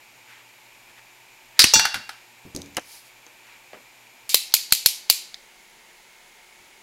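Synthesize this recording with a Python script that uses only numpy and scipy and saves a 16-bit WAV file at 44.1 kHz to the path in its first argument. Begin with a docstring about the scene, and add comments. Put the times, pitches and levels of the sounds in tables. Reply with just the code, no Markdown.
"""Cutting a cord, then clicking out a blade

Side cutters snap through a power cord on a carpeted bench; the plug flies off, rings a tin lid and tumbles
away. The cutters are put down and the cord is laid out; after a hard cut a snap-off knife is pushed out by
notches. Hits are dying noise bursts in each body's colour, with sine modes where metal or bench top rings; rubs
are swelling noise. Near echoes and a small room follow each hit, a fan of filtered noise and tones runs quietly
underneath, and the microphone's amplifier overloads on loud clicks; the knife's handle knocks dully under two
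of them."""
import sys
import numpy as np
from scipy import signal
from scipy.fft import rfft, irfft
from scipy.io import wavfile

SR = 44100
rng = np.random.default_rng(int(sys.argv[2]) if len(sys.argv) > 2 else 0)


def unload_wav(signal):
    """Save mono or channel-first audio to the path in sys.argv[1] as 16-bit WAV at rate SR, clipped to [-1, 1]."""
    wavfile.write(
        sys.argv[1],
        SR,
        np.round(np.clip(np.atleast_2d(signal).T, -1, 1) * 32767).astype(np.int16),
    )


N = 301026
TIME = np.arange(N) / SR   # s
CUT_S, CUTOFF_HZ = 4.2928, 15900   # hard cut between the shots; top of the microphone's range

# fan and microphone hiss, colour before and after the cut: (f/Hz, level/dB)
FAN_WIDE = [(15, -45), (25, -4.5), (84, -26), (123, -4), (149, -17.5), (263, -9), (363, -12.5), (503, -10),
            (911, -6), (1230, -11.5), (2480, -4), (3080, -9.5), (10400, -19.5), (12200, -17.5),
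            (16000, -25)]
FAN_CLOSE = [(15, -36), (25, 1), (92, -25), (114, -13.5), (242, -8.5), (263, -15.5), (354, -8), (677, -8.5),
             (911, -5), (1130, -11.5), (2160, -4.5), (2480, -6), (9320, -18.5), (10700, -20), (16000, -22)]
FAN_WIDE_DB, FAN_CLOSE_DB = -53.5, -53.5
# resonances in the rush of air before and after the cut: (f/Hz, width/Hz, level/dB)
DUCTS_WIDE = [(892, 81, -64), (2346, 190, -58), (7000, 410, -66)]
DUCTS_CLOSE = [(898, 68, -66), (2180, 120, -59.5), (6730, 990, -64), (10900, 314, -69.5)]
# steady tones of the fan and electronics before and after the cut: (f/Hz, level/dB)
HUM_WIDE = [(118.4, -75), (360.7, -73), (11741, -72)]
HUM_CLOSE = [(360.7, -73), (726.7, -74), (10783, -82), (11741, -79)]

# decay of the small room, band by band: (f/Hz, t60/s)
ROOM_T60 = [(200, 0.43), (1500, .4), (4500, 0.46), (9000, 0.35), (16000, 0.2)]
# nearby surfaces, before each source's own echo trim: (delay/s, level/dB)
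ECHOES = [(0.0087, -19), (0.011, -17), (.027, -23)]

# hands and cord rubbing: (t/s, level/dB, length/s)
RUBS = [(0.305, -53, 0.037), (0.365, -53, .1), (0.90, -54, 0.026), (0.985, -50, 0.021),
        (1.585, -47.5, 0.03), (3.51, -52, 0.1)]
# colour of the rubbing: (f/Hz, level/dB)
RUB_COLOUR = [(200, -20), (900, -11), (1800, 2), (2800, -3.5), (4500, -11.5), (12000, -26), (16000, -29.5)]
# the cord dragged over the carpet: (t/s, level/dB, length/s)
DRAGS = [(2.935, -46, .11), (3.07, -56, 0.035)]
# colour of the dragging: (f/Hz, level/dB)
DRAG_COLOUR = [(500, -19), (3000, -7), (4700, 2.5), (7500, -5.5), (11000, -1), (16000, -12)]

# hand and cutters bumping the padded bench top, reference level: (t/s, level/dB)
BUMPS = [(0.889, -57), (2.4510, -36.5), (2.5470, -28), (2.5614, -29.5), (6.60, -55)]
# colour of the bench top: (f/Hz, level/dB)
BENCH_COLOUR = [(25, -22), (85, -1.5), (140, -2.5), (200, -0.5), (290, -2.5), (380, -5.5), (550, -9.5),
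                (900, -19), (3000, -43)]
# clearest modes of the bench top, relative to the bump: (f/Hz, level/dB, t60/s)
BENCH_MODES = [(81.4, -21, 0.7), (283, -13, 0.51), (365, -15, 0.38), (373, -17, .36)]
BOOM_DB, BOOM_T60 = -11.5, 0.48   # dB relative to the bump, s
PUSH_S, PUSH_DB = 0.00334, 0   # length of the soft contact, its height relative to the bump

# small steel ticks of the cutters' joint: (t/s, level/dB)
TICKS = [(2.5495, -24), (2.5625, -16.5), (2.618, -27), (2.660, -39), (2.7475, -41), (3.2655, -40.5)]
# colour of the ticks: (f/Hz, level/dB)
TICK_COLOUR = [(500, -25), (2500, -20), (4000, -5), (5300, -5), (6400, 3), (7600, -12.5), (12000, -15),
               (16000, -32)]
TICK_T60 = 0.011   # s
# rubber grips and cord slapping down; the limp cord takes longer to settle: (t/s, level/dB, t60/s)
SLAPS = [(2.7735, -19.5, 0.034), (2.784, -22, 0.031), (3.266, -48, 0.1), (3.732, -33.5, .032),
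         (3.741, -42.5, .23)]
# colour of the slaps: (f/Hz, level/dB)
SLAP_COLOUR = [(60, -21), (300, 0.5), (570, 5), (900, -3), (2200, -5.5), (3500, -13.5), (10000, -42),
               (16000, -34)]

# knife slider dropping into its notches, with the blade's ring: (t/s, f/Hz, level/dB)
NOTCHES = [(4.263, 4400, -10), (4.344, 5730, -7), (4.5397, 4318, 6.5), (4.7232, 4190, -8.5),
           (4.86, 4324, 6.5), (5.0993, 4503, 8.5)]
# colour of the notch clicks: (f/Hz, level/dB)
KNIFE_COLOUR = [(100, -37.5), (1500, -21), (2400, -3.5), (3400, -3.5), (4400, 2.5), (5400, -1),
                (6200, -2.5), (7200, 0), (8600, -6.5), (10200, -1), (11200, -3), (12200, 2), (14000, -5.5),
                (16000, -10)]
NOTCH_DB, NOTCH_T60 = 5, 0.014   # dB, s: the same spring drives every click
BLADE_T60 = 0.016   # s
# the slider's spring scraping over the ridge before a notch: (t/s, level/dB)
RATTLES = [(4.522, -35), (4.707, -31.5), (4.854, -35), (5.094, -34)]
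# colour of the scraping spring: (f/Hz, level/dB)
RATTLE_COLOUR = [(500, -31.5), (2200, -13), (3300, -1), (4400, 1.5), (5800, -4), (7500, -21), (12000, -24),
                 (16000, -35)]
RATTLE_T60 = 0.05   # s
# the slider settling back as the thumb lets go: (t/s, level/dB, t60/s)
SETTLE = [(5.3433, -24.5, 0.014)]
# dull low knock of the knife's handle under two of the clicks: (t/s, level/dB)
HANDLE_KNOCKS = [(4.3445, -23.5), (5.1005, -25.5)]
# colour of the handle's knock: (f/Hz, level/dB)
HANDLE_COLOUR = [(60, -16.5), (200, -11), (380, -4.5), (650, -14), (1500, -25), (5000, -30)]
HANDLE_T60 = 0.015   # s

# the plug's corner striking the tin lid: (t/s, level/dB, t60/s)
TIN_HITS = [(1.7368, -4, 0.029), (1.7515, -29, 0.024)]
# colour of the crash: (f/Hz, level/dB)
TIN_COLOUR = [(100, -26), (900, -2), (2200, -20), (4000, -13), (5800, 10.5), (7200, -6), (8500, -12),
              (13000, -17.5), (16000, -7)]
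# tin lid modes; the close pair near 2760 Hz beats: (f/Hz, level/dB, t60/s)
TIN_MODES = [(883.6, -22, .42), (2385, -26, .38), (2759, -19.5, .63), (2768.6, -21, .6), (3366, -25, .54),
             (3478, -20, .4), (3698, -28, .45), (3812, -26, .52), (4290, -18, .42), (4389, -21, .42),
             (4525, -17, .52), (4892, -18, .43), (5318, -20, .3), (5418, -26, .55), (5689, -16, .27),
             (5793, -10, .3), (6190, -16, .32), (7038, -14, .22), (7456, -27, .28), (7800, -21, .27),
             (8382, -26, .26), (9790, -32, .2), (13000, -29, .2), (15200, -33, .18)]
# the tumbling plug hitting a plastic case: (t/s)
BOUNCES = [1.7947, 1.8530, 1.9430, 2.0920]
# the plug landing on the carpet in between: (t/s)
LANDINGS = [1.7555, 1.954]
# colour of the plug's contacts: (f/Hz, level/dB)
PLUG_COLOUR = [(100, -19.5), (500, -22.5), (820, -2), (1050, -8.5), (1550, 5.5), (2100, -5), (3000, -7.5),
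               (4800, -6), (7500, -15.5), (11500, -17.5), (16000, -31)]
# levels in dB as if at the moment the lid is struck, decays in s
TUMBLE_LOSS_DB_PER_S = 56.5
BOUNCE_DB, BOUNCE_T60 = -7.5, 0.026   # hard contact with the case
CHATTER_DB, CHATTER_T60 = -19, 0.12   # the plug shudders after each bounce
LANDING_DB, LANDING_T60 = -18, 0.073   # softer contact with the carpet
LANDING_THUD_DB, LANDING_THUD_T60 = -29.5, 0.22   # the bench top under it

# jaws breaking through sheath and wires: (t/s, level/dB)
SNAPS = [(1.5922, 6), (1.6015, -2.5), (1.6105, -12.5), (1.6185, -6)]
# colour of the snap: (f/Hz, level/dB)
SNAP_COLOUR = [(100, -35), (1100, -21), (1500, -11.5), (2300, -8.5), (3100, -9.5), (4100, 2), (5000, 0.5),
               (6500, -9.5), (10000, -11.5), (16000, -25.5)]
SNAP_T60 = 0.022   # s
# the steel jaws ringing on after the cord gives way: (f/Hz, level/dB, t60/s)
JAW_MODES = [(4690, -20, .3), (5006, -21, .27)]
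# handles slamming shut, then cutters dropped on the bench: (t/s, level/dB)
CLACKS = [(1.6413, 3.5), (2.7685, -13.5)]
# colour of the clacks: (f/Hz, level/dB)
CLACK_COLOUR = [(100, -18), (600, -19.5), (1000, -9), (1450, -15.5), (1850, -3), (2300, -6), (3000, 2.5),
                (3600, -18.5), (5800, -2.5), (7500, -13.5), (11000, -11.5), (16000, -29)]
CLACK_T60, JOLT_DB = 0.017, -16.5   # s; dull jolt relative to its clack


def amp(db):
    """Decibels to gain."""
    return 10 ** (np.asarray(db) / 20)


def at_hz(points, hz):
    """Read a table on a log-frequency axis."""
    f, value = np.transpose(points)
    return np.interp(np.log(np.maximum(hz, 1)), np.log(f), value)


def dying(t, t60):
    """Exponential decay that starts at t = 0 and falls 60 dB in t60."""
    return (t >= 0) * np.exp(-np.log(1000) * np.maximum(t, 0) / t60)


def coloured(x, spectrum, size=8192):
    """Causal (minimum-phase) body filter that keeps the power of white noise."""
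    gain = amp(at_hz(spectrum, np.arange(size // 2 + 1) * SR / size))
    cepstrum = irfft(np.log(gain / np.sqrt(np.mean(gain ** 2))))
    # folding the cepstrum forward makes the filter minimum-phase
    cepstrum[1:size // 2] *= 2
    cepstrum[size // 2 + 1:] = 0
    response = irfft(np.exp(rfft(cepstrum)))
    return signal.oaconvolve(x, response)[:N]


def resonate(x, hz, width_hz):
    """One resonance that keeps the power of white noise."""
    r = np.exp(-np.pi * width_hz / SR)
    poles = [1, -2 * r * np.cos(2 * np.pi * hz / SR), r * r]
    return np.sqrt((1 - r * r) / 2) * signal.lfilter([1, 0, -1], poles, x + 1e-18)


def alike(rows, t60, gain_db=0.):
    """Contacts (t/s, level/dB) on one body share a decay time."""
    return [(s, db + gain_db, t60) for s, db in rows]


def fan(colour, db, resonances, tones):
    """Steady rush of air and hiss with a few resonances and faint steady tones."""
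    rush = amp(db) * coloured(rng.standard_normal(N), colour)
    ducts = sum(amp(level) * resonate(rng.standard_normal(N), hz, width) for hz, width, level in resonances)
    hum = sum(amp(level) * np.sqrt(2) * np.sin(2 * np.pi * hz * TIME) for hz, level in tones)
    return rush + ducts + hum


def room_tail(t, build_s=0.0066):
    """Diffuse room sound of unit energy: it builds up, then dies band by band."""
    white = rfft(rng.standard_normal(len(t)))
    hz = np.arange(len(white)) * SR / len(t)
    centres = [centre for centre, _ in ROOM_T60]
    tail = np.zeros(len(t))
    # each band crossfades into its neighbours
    for band, (_, t60) in zip(np.eye(len(centres)), ROOM_T60):
        weight = at_hz(list(zip(centres, band)), hz)
        tail += irfft(white * weight, len(t)) * dying(t, t60)
    tail *= 1 - np.exp(-(t / build_s) ** 2)
    return tail / np.sqrt(np.sum(tail ** 2))


def blows(rows, colour, tail_db, echo_db, hold_s=0.):
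    """Each contact holds briefly, then its dense modes die; echoes and room follow in the body's colour."""
    out, t = np.zeros(N), np.arange(SR // 2) / SR
    for s, db, t60 in rows:
        envelope = dying(np.maximum(t - hold_s, 0), t60)
        burst = amp(db) * envelope * rng.standard_normal(len(t))
        # the room gathers sound from all directions, so it keeps only part of the direct sound's ripple
        rippled = signal.fftconvolve(burst, room_tail(t))[:len(t)]
        even = np.sqrt(np.sum(burst ** 2)) * room_tail(t)
        heard = burst + amp(tail_db) * (.6 * rippled + .8 * even)
        for delay, level in ECHOES:
            # cluttered surfaces scatter each echo, so it gets fresh noise
            heard += amp(db + level + echo_db) * dying(t - delay, t60) * rng.standard_normal(len(t))
        at = int(s * SR)
        out[at:at + len(t)] += heard[:N - at]
    return coloured(out, colour)


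def ringing(s, modes):
    """Clear modes set off by one blow, each a dying sine."""
    out, t, at = np.zeros(N + SR), np.arange(SR) / SR, int(s * SR)
    for k, (hz, db, t60) in enumerate(modes):
        polarity = (-1) ** (k // 2)
        out[at:at + SR] += polarity * amp(db) * dying(t, t60) * np.sin(2 * np.pi * hz * t)
    return out[:N]


def strokes(rows, colour):
    """Friction noise that swells and fades with each movement."""
    level = sum(amp(db) * np.exp(-2 * ((TIME - s) / length) ** 2) for s, db, length in rows)
    return coloured(level * rng.standard_normal(N), colour)


def push(s):
    """A padded contact presses once, smoothly."""
    return np.sin(np.pi * np.clip((TIME - s) / PUSH_S, 0, 1)) ** 2


def bench():
    """Each bump is a short push with which the bench top starts to boom and ring."""
    out = blows(alike(BUMPS, BOOM_T60, BOOM_DB), BENCH_COLOUR, tail_db=-25, echo_db=-4)
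    for s, db in BUMPS:
        out += amp(db) * (ringing(s, BENCH_MODES) - amp(PUSH_DB) * push(s))
    return out


def handling():
    """Cutters and cord are moved about and put down: steel ticks, bumps, slaps, rubs and drags."""
    ticks = blows(alike(TICKS, TICK_T60), TICK_COLOUR, tail_db=-17.5, echo_db=-3)
    slaps = blows(SLAPS, SLAP_COLOUR, tail_db=-36, echo_db=-4.5)
    return ticks + bench() + slaps + strokes(RUBS, RUB_COLOUR) + strokes(DRAGS, DRAG_COLOUR)


def handle_knocks():
    """Dull low knock of the knife's handle under two of the clicks, made as a short dark noise burst."""
    return blows(alike(HANDLE_KNOCKS, HANDLE_T60), HANDLE_COLOUR, tail_db=-31, echo_db=-22)


def knife():
    """The slider's spring snaps into each notch and the blade rings briefly in its track."""
    notches = [(s, NOTCH_DB, NOTCH_T60) for s, _, _ in NOTCHES]
    clicks = blows(notches, KNIFE_COLOUR, tail_db=-15.0, echo_db=0.4, hold_s=0.00054)
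    blade = sum(ringing(s, [(hz, ring_db, BLADE_T60)]) for s, hz, ring_db in NOTCHES)
    spring = blows(alike(RATTLES, RATTLE_T60) + SETTLE, RATTLE_COLOUR, tail_db=-17.5, echo_db=-7)
    return clicks + blade + spring


def tumbling(times, db, t60):
    """Contacts of the plug, weaker the longer it has been tumbling since it struck the lid."""
    return [(s, db - TUMBLE_LOSS_DB_PER_S * (s - TIN_HITS[0][0]), t60) for s in times]


def plug():
    """The severed plug sets the tin lid ringing and tumbles on over case and carpet."""
    crash = blows(TIN_HITS, TIN_COLOUR, tail_db=-16, echo_db=-7, hold_s=.005)
    lid = ringing(TIN_HITS[0][0], TIN_MODES)
    contacts = tumbling(BOUNCES, BOUNCE_DB, BOUNCE_T60)
    contacts += tumbling(BOUNCES, CHATTER_DB, CHATTER_T60)
    contacts += tumbling(LANDINGS, LANDING_DB, LANDING_T60)
    tumble = blows(contacts, PLUG_COLOUR, tail_db=-10, echo_db=-1, hold_s=.002)
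    bench_hits = tumbling(LANDINGS, LANDING_THUD_DB, LANDING_THUD_T60)
    thuds = blows(bench_hits, BENCH_COLOUR, tail_db=-29, echo_db=-14)
    return crash + lid + tumble + thuds


def cutters():
    """The cord gives way in a few cracks, the jaws ring, and each clack of the cutters has a dull jolt."""
    snap = blows(alike(SNAPS, SNAP_T60), SNAP_COLOUR, tail_db=-9.5, echo_db=-9.0, hold_s=0.0012)
    jaws = ringing(SNAPS[0][0], JAW_MODES)
    clack = blows(alike(CLACKS, CLACK_T60), CLACK_COLOUR, tail_db=-20.0, echo_db=-0.5)
    jolt = blows(alike(CLACKS, CLACK_T60, JOLT_DB), BENCH_COLOUR, tail_db=-38, echo_db=-1)
    return snap + jaws + clack + jolt


def scene():
    """Two shots joined by a hard cut, which falls in the tail of the knife's first click."""
    wide = fan(FAN_WIDE, FAN_WIDE_DB, DUCTS_WIDE, HUM_WIDE) + plug() + cutters()
    close = fan(FAN_CLOSE, FAN_CLOSE_DB, DUCTS_CLOSE, HUM_CLOSE) + handle_knocks() + knife()
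    shots = np.where(TIME < CUT_S, wide, close)
    return (shots + handling())[None]


def record(dry):
    """The microphone's amplifier overloads, rounding off loud peaks; then the top is cut."""
    fine = signal.resample_poly(dry, 4, 1, axis=-1)   # oversampled, so that clipping aliases less
    clipped = fine / (1 + (fine / .76) ** 4) ** .25
    low_pass = signal.firwin(801, CUTOFF_HZ, window=("kaiser", 8), fs=4 * SR)
    return signal.resample_poly(clipped, 1, 4, axis=-1, window=low_pass)


dry = scene()
out = record(dry)
unload_wav(out)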